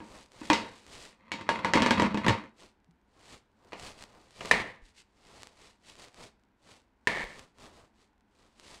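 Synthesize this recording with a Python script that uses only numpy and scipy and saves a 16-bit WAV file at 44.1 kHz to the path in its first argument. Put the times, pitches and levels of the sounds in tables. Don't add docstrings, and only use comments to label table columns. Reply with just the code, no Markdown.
import sys
import numpy as np
from scipy import signal
from scipy.fft import rfft, irfft, next_fast_len
from scipy.io import wavfile
from scipy.ndimage import uniform_filter1d

SR = 44100
rng = np.random.default_rng(int(sys.argv[2]) if len(sys.argv) > 2 else 0)


def dump(signal):
    limited = np.clip(np.atleast_2d(signal).T, -1, 1)
    pcm = np.round(limited * 32767).astype(np.int16)
    wavfile.write(sys.argv[1], SR, pcm)


N = 388080
TIME_S = np.arange(N) / SR
RING_S = np.arange(int(0.8 * SR)) / SR

# t/s, level/dB, edge/dB (high if edge-on), air/dB (high if flat), clink f/Hz
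LID_CLANKS = [(0.003, -13, -10, -5, 1640), (0.415, -13.5, -10, -4.5, 2540), (0.433, -16, -6.5, -5, 1517),
              (0.501, 12, -3.5, -4, 2440), (0.532, 4, 9, -10.5, 2046), (1.318, -3.5, 7, -18, 2260),
              (1.338, -10, 2.5, -12.5, 2300), (1.411, -11.5, 0.5, -15, 2040), (1.491, 8, -3, -16.5, 1660),
              (1.647, 6, -5, -16.5, 1667), (1.736, 9, 0, -15.5, 1984), (1.755, 8.5, -5.5, -8, 2070),
              (1.773, 8, -6.5, -8.5, 2100), (1.821, 8, -0.5, -2, 1743), (1.862, 7.5, -2.5, -9, 1750),
              (1.908, 8.5, 0.5, -4, 1627), (1.998, 7.5, -2.5, -10.5, 1934), (2.021, 7.5, -7.5, -6.5, 1680),
              (2.062, -5.5, -9.5, 2, 2080), (2.145, -0.5, -8, 1.5, 2550), (2.174, -1.5, -3, -7, 1740),
              (2.265, 5.5, -6.5, -7.5, 1640), (2.282, 8.5, 0, -16.5, 1843), (2.295, 4, -4.5, -9, 1780),
              (2.439, -17.5, -7, -11, 1760)]
# f/Hz, level/dB, t60/s
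STEEL_MODES = [(208.3, -3, 0.55), (256, -3, 0.047), (311, 1, 0.067), (454, -9.5, 0.44), (576, -10.5, 0.21),
               (869, -8, 0.22), (923, 1, .34), (980, -4, 0.066), (1120, -7, 0.19), (1670, -11.5, 0.1),
               (2060, -13.5, 0.23), (2250, -11.5, 0.24), (2490, -15.5, 0.36), (2610, -15, 0.31),
               (3239, -9.5, 0.17), (2874, -12.5, 0.31), (3830, -20, 0.49), (3830, -17.5, 0.28),
               (4420, -16.5, 0.38)]
# f/Hz, level/dB
STEEL_SPECTRUM = [(35, -45.5), (60, -11), (96, -2.5), (145, -8.5), (231, -1), (394, -8.5), (533, -3),
                  (738, -14), (931, -7), (1350, -18), (2050, -15), (2360, -18.5), (3760, -22),
                  (7900, -34.5), (15500, -65.5)]
# t/s, f/Hz
POT_BOOM = [(1.76, 306.6), (1.83, 239), (2.0, 242.4), (2.15, 208), (2.3, 193)]
# peak t/s, rise/s, fall/s, level/dB
LID_PUSHES = [(1.58, 0.083, .18, -43.5), (1.92, 0.56, 0.44, -35.5), (2.28, 0.12, .22, -37)]
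# peak t/s, rise/s, fall/s, level/dB
LID_JUDDER = (2, 0.54, 0.46, -48)
# t/s, level/dB, edge/dB, buzz hold/s, buzz level/dB, ring within buzz/dB
BAR_SNAPS = [(4.5121, 11, 1, 0.11, -36.5, -12.5), (7.0723, 5, -1, .17, -37.5, -7)]
BAR_RING_HZ = [1775, 1857, 1972, 2233, 2300]
# f/Hz, level/dB
BAR_SPECTRUM = [(60, -13), (200, -7), (330, -8), (460, -4), (750, -7.5), (1000, -5), (1500, -13.5),
                (1780, 0.5), (2300, -4.5), (2600, -11.5), (4200, -16), (5300, -23.5), (8800, -28),
                (15000, -53)]
# t/s, level/dB
BAR_NUDGES = [(3.721, -17), (3.731, -10.5), (4.408, -9.5), (4.449, -9)]
# f/Hz, level/dB
NUDGE_SPECTRUM = [(35, -30), (60, -10), (576, 2.5), (1200, -2.5), (1490, -10), (2130, -6), (3040, -8.5),
                  (3550, -19), (4230, -14), (12000, -42.5), (15600, -58.5), (22000, -120)]
# peak t/s, rise/s, fall/s, hiss/dB, rub/dB
HAND_STROKES = [(0.2, 0.32, 0.083, -57.5, -55), (0.46, 0.15, 0.39, -53, -53.5),
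                (0.76, 0.05, 0.26, -62, -66), (0.93, 0.089, 0.13, -53.5, -55),
                (1.04, .15, 0.093, -51, -52.5), (2.63, 0.072, 0.075, -57, -56.5),
                (3.34, 0.2, 0.066, -56.5, -55.5), (3.7, 0.16, .15, -72, -66), (3.86, 0.11, 0.089, -47, -47),
                (4.02, 0.073, 0.045, -54, -50), (4.18, 0.62, 0.19, -68, -61),
                (4.49, 0.19, 0.052, -49.5, -50), (4.889, .08, 0.045, -64.5, -75.5),
                (4.999, 0.055, 0.034, -56.5, -66), (5.37, 0.22, 0.2, -58.5, -56.5),
                (5.65, 0.12, 0.11, -59, -59), (5.9, 0.076, 0.059, -54, -57.5),
                (6.03, 0.11, 0.083, -55, -54.5), (6.23, 0.093, 0.069, -51.5, -51.5),
                (6.72, 0.11, 0.11, -59.5, -58), (7.38, 0.27, .11, -57, -55),
                (7.64, 0.075, 0.077, -55.5, -52), (7.77, .12, 0.12, -64, -57),
                (8.01, 0.079, 0.092, -70.5, -69.5), (8.42, 0.13, .14, -69.5, -66.5),
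                (8.71, .16, 0.16, -55, -56)]
# f/Hz, level/dB
HISS_SPECTRUM = [(710, -26), (1200, -10), (1460, -6.5), (1920, 1), (4570, 0), (5610, -4.5), (8150, -5.5),
                 (10300, -14.5), (14500, -36.5), (15500, -43.5)]
# f/Hz, level/dB
RUB_SPECTRUM = [(30, 1.5), (110, 0), (160, -1.5), (450, 0.5), (780, -3), (1100, -4), (1400, -8),
                (2200, -17.5), (5000, -39)]
# t/s, level/dB
GLOVE_CRACKLES = [(0.3193, -31), (0.8662, -28), (3.7976, -21), (4.0249, -21), (4.0388, -20), (4.457, -14),
                  (5.4219, -26), (5.4328, -18.5), (5.4716, -23.5), (5.9968, -29), (6.0212, -27),
                  (6.1446, -29.5), (7.394, -22), (8.598, -26.5)]
# t/s, level/dB, f/Hz
THUDS = [(2.284, -16.5, 114), (2.299, -22.5, 89), (2.884, -51, 167.6), (4.822, -43, 34.5),
         (7.234, -37, 33.2)]
# f/Hz, t60/s
ROOM_DECAY = [(100, 0.52), (500, 0.45), (2000, 0.46), (5000, 0.31), (14000, 0.22)]
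# f/Hz, level/dB
ROOM_SPECTRUM = [(15, -42.5), (25, 0.5), (62, 7), (156, -8.5), (209, 3.5), (598, -11.5), (919, -5.5),
                 (1270, -15.5), (1450, -11), (6730, -35.5), (15500, -43.5)]

SEATED_S, SEAT_DAMPING_DB_PER_S = 2, 58.5
GRIP_S, GRIP_DB_PER_S = 2.324, 69.5
FIRM_BLOW_DB, BODY_DB_PER_DB = 10, 0.36
BUZZ_DELAY_S, BUZZ_CUT_S, BUZZ_DROP_DB, BUZZ_FADE_DB_PER_S = 0.0089, 0.17, 6.5, 115
FASTEST_HISS_DB, RUB_STRETCH = -47, 1.06
IDLE_TICK_DB, STROKE_TICK_DB = -65.5, -36
FLOOR_DB, CUTOFF_HZ = -70, 15600


def lid_clanks(tail):
    out = np.zeros(N)
    for t_s, db, edge_db, air_db, clink_hz in LID_CLANKS:
        touch = lid_response(tail, crack_db=1.5, ring_db=-1.5, tail_db=0, uneven_db=1)
        touch += amp(-17) * rim_modes(count=20)
        if t_s > SEATED_S:
            touch *= amp(-SEAT_DAMPING_DB_PER_S * RING_S)
        body_db = BODY_DB_PER_DB * (FIRM_BLOW_DB - db)
        contact = [(120, body_db - 12), (200, body_db - 10.5), (320, body_db - 3.5),
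                   (450, -6), (700, -4), (850, -2), (1200, -0.5), (3000, edge_db)]
        clink = amp(-10.5 + 0.6 * edge_db) * unit(mode(clink_hz, t60_s=0.1))
        boom_hz = np.interp(t_s, *np.transpose(POT_BOOM))
        boom = amp(air_db) * unit(mode(boom_hz, t60_s=0.2))
        add(out, t_s, amp(db) * (unit(colour(touch, contact)) + clink + boom))
    return out


def lid_response(tail, crack_db, ring_db, tail_db, uneven_db):
    ring = 0
    for hz, db, t60_s in STEEL_MODES:
        detuned_hz = hz * (1 + 0.006 * rng.normal())
        ring += amp(db + uneven_db * rng.normal()) * mode(detuned_hz, t60_s) * rng.choice([-1, 1])
    clatter = burst(t60_s=0.11)
    impact = amp(1.5) * burst(t60_s=0.0065)
    crack = unit(colour(clatter + impact, STEEL_SPECTRUM))
    wash = unit(colour(tail, STEEL_SPECTRUM))
    return amp(crack_db) * crack + amp(ring_db) * unit(ring) + amp(tail_db) * wash


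def rim_modes(count):
    modes_hz = np.exp(rng.uniform(np.log(1300), np.log(10000), count))
    levels_db = at_hz(STEEL_SPECTRUM, modes_hz) + 8 * rng.standard_normal(count)
    gains = amp(levels_db) * rng.choice([-1, 1], count)
    return unit(sum(gain * mode(hz, t60_s=0.26) for hz, gain in zip(modes_hz, gains)))


def lid_scrape(tail):
    slips = rms_one(grains(per_s=350, spread_db=1.5) * amp(5.5 * drift(rate_hz=70)))
    steel = lid_response(tail, crack_db=5.5, ring_db=-4.5, tail_db=-4, uneven_db=4.5)
    damped_steel = unit(steel * amp(-60 * RING_S))
    grind = rms_one(colour(slips, [(250, -18), (600, -2), (1200, 3.5), (4000, -6), (9000, -8)]))
    judder = rms_one(colour(slips, [(120, -13.5), (200, 0.5), (300, -2.5), (520, -22), (2000, -37.5)]))
    drive = grind * swells(LID_PUSHES) + judder * swell(*LID_JUDDER)
    grip_gain = amp(-GRIP_DB_PER_S * np.maximum(TIME_S - GRIP_S, 0))
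    return grip_gain * convolve(drive, damped_steel)


def clamp_bar(tail, ping_hz=1800):
    fizz = colour(grains(per_s=1700, spread_db=-2), BAR_SPECTRUM)
    ring = convolve(fizz, sum(mode(hz, t60_s=0.19) for hz in BAR_RING_HZ))
    ping = unit(np.sin(2 * np.pi * ping_hz * RING_S) / (1 + (RING_S / 0.004) ** 4))
    echo = unit(colour(tail, BAR_SPECTRUM))
    out = np.zeros(N)
    for t_s, db, edge_db, hold_s, buzz_db, ring_db in BAR_SNAPS:
        buzz = rms_one(fizz) + amp(ring_db) * rms_one(ring)
        out += amp(buzz_db) * buzz * buzz_gain(t_s, hold_s)
        impact = colour(burst(t60_s=0.036), BAR_SPECTRUM)
        crack = unit(colour(impact, [(1400, -1), (1800, -6.5), (2400, 3)]))
        snap = ping + amp(-3.5) * crack + amp(-2.5) * echo
        add(out, t_s, amp(db) * colour(snap, [(2000, 0.0028), (3000, edge_db)]))
    for t_s, db in BAR_NUDGES:
        nudge = burst(t60_s=0.04) + amp(-3.5) * tail
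        add(out, t_s, amp(db) * unit(colour(nudge, NUDGE_SPECTRUM)))
    return out


def buzz_gain(t_s, hold_s):
    onset = uniform_filter1d((TIME_S > t_s + BUZZ_DELAY_S) * 1.0, size=600)
    after_hold_s = np.maximum(TIME_S - t_s - hold_s, 0)
    loss_db = (after_hold_s > 0) * BUZZ_DROP_DB + BUZZ_FADE_DB_PER_S * after_hold_s
    cut = 1 / (1 + (after_hold_s / BUZZ_CUT_S) ** 10)
    return amp(-loss_db) * cut * onset


def brushing(tail, hiss_gain, rub_gain):
    slips = rms_one(colour(grains(per_s=14000, spread_db=6), HISS_SPECTRUM))
    treble = signal.sosfilt(signal.butter(2, 10000, "high", fs=SR, output="sos"), rng.standard_normal(N))
    speed = np.minimum(hiss_gain / amp(FASTEST_HISS_DB), 1)
    hiss = hiss_gain * (slips + amp(-23.5) * speed * treble) * amp(1.2 * drift(rate_hz=110))
    rub = rub_gain * steady_noise(RUB_SPECTRUM) * amp(1.5 * drift(rate_hz=26))
    direct = hiss + rub
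    return direct + amp(-15) * convolve(direct, tail)


def glove_crackles(tail, hiss_gain):
    speed = hiss_gain / amp(FASTEST_HISS_DB)
    tick_gain = amp(IDLE_TICK_DB) + amp(STROKE_TICK_DB) * speed ** 0.98
    clicks = -tick_gain * np.abs(grains(per_s=30, spread_db=5))
    for t_s, db in GLOVE_CRACKLES:
        add(clicks, t_s, -amp([db]))
    direct = colour(clicks, [(100, 1), (1000, 4.5), (4000, 2.5), (8500, -3), (15000, -27.5)])
    return direct + amp(-14.5) * convolve(direct, tail)


def thuds(attack_s=0.0042):
    out = np.zeros(N)
    for t_s, db, hz in THUDS:
        add(out, t_s, amp(db) * mode(hz, t60_s=0.15) * (1 - np.exp(-RING_S / attack_s)))
    return out


def kitchen_tail(build_s=0.00069):
    noise = rfft(rng.standard_normal(len(RING_S)))
    bins_hz = np.arange(len(noise)) * SR / len(RING_S)
    centres_hz = np.geomspace(100, 14000, 8)
    out = 0
    for centre_hz, share in zip(centres_hz, np.eye(len(centres_hz))):
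        band = irfft(noise * at_hz(np.c_[centres_hz, share], bins_hz), len(RING_S))
        out += band * amp(-60 * RING_S / at_hz(ROOM_DECAY, centre_hz))
    return unit(out * (1 - np.exp(-RING_S / build_s)))


def swell(peak_s, rise_s, fall_s, db, depth_db=19.5):
    away = np.maximum((peak_s - TIME_S) / rise_s, (TIME_S - peak_s) / fall_s)
    return amp(db - depth_db * np.minimum(away, 5) ** 1.6)


def swells(rows):
    return np.sqrt(sum(swell(*row) ** 2 for row in rows))


def mode(hz, t60_s):
    return np.sin(2 * np.pi * hz * RING_S) * amp(-60 * RING_S / t60_s)


def burst(t60_s):
    return unit(rng.standard_normal(len(RING_S)) * amp(-60 * RING_S / t60_s))


def grains(per_s, spread_db):
    strength = amp(spread_db * np.minimum(rng.exponential(1, N), 4)) * rng.choice([-1, 1], N)
    return strength * (rng.random(N) < per_s / SR)


def steady_noise(spectrum):
    return rms_one(colour(rng.standard_normal(N), spectrum))


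def drift(rate_hz):
    return rms_one(np.interp(TIME_S * rate_hz, np.arange(N // 20), rng.standard_normal(N // 20)))


def colour(x, spectrum):
    size = 2 * next_fast_len(len(x) // 2 + 2048)
    bins_hz = np.arange(size // 2 + 1) * SR / size
    cepstrum = irfft(np.log(amp(at_hz(spectrum, bins_hz))))
    cepstrum[1:size // 2] *= 2
    cepstrum[size // 2 + 1:] = 0
    return irfft(rfft(x, size) * np.exp(rfft(cepstrum)), size)[:len(x)]


def at_hz(points, hz):
    points_hz, values = np.transpose(points)
    return np.interp(np.log(np.maximum(hz, 1)), np.log(points_hz), values)


def convolve(x, response):
    return signal.fftconvolve(x, response)[:len(x)]


def add(out, t_s, sound):
    start = max(round(t_s * SR), 0)
    out[start:start + len(sound)] += sound[:N - start]


def amp(db):
    return 10 ** (np.asarray(db) / 20)


def unit(x):
    return x / np.sqrt(np.sum(x ** 2) + 1e-20)


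def rms_one(x):
    return unit(x) * np.sqrt(len(x))


def scene():
    tail = kitchen_tail()
    hiss_gain = swells([(t_s, rise_s, fall_s, db) for t_s, rise_s, fall_s, db, _ in HAND_STROKES])
    rub_gain = swells([(t_s, RUB_STRETCH * rise_s, RUB_STRETCH * fall_s, db)
                       for t_s, rise_s, fall_s, _, db in HAND_STROKES])
    cooker = lid_clanks(tail) + lid_scrape(tail) + clamp_bar(tail)
    hand = brushing(tail, hiss_gain, rub_gain) + glove_crackles(tail, hiss_gain) + thuds()
    background = amp(FLOOR_DB) * steady_noise(ROOM_SPECTRUM)
    return (cooker + hand + background)[None]


def record(dry):
    ceiling = 0.7
    lowpass = signal.ellip(10, 0.2, 80, CUTOFF_HZ, fs=SR, output="sos")
    return signal.sosfilt(lowpass, ceiling * np.tanh(dry / ceiling))


dry = scene()
out = record(dry)
dump(out)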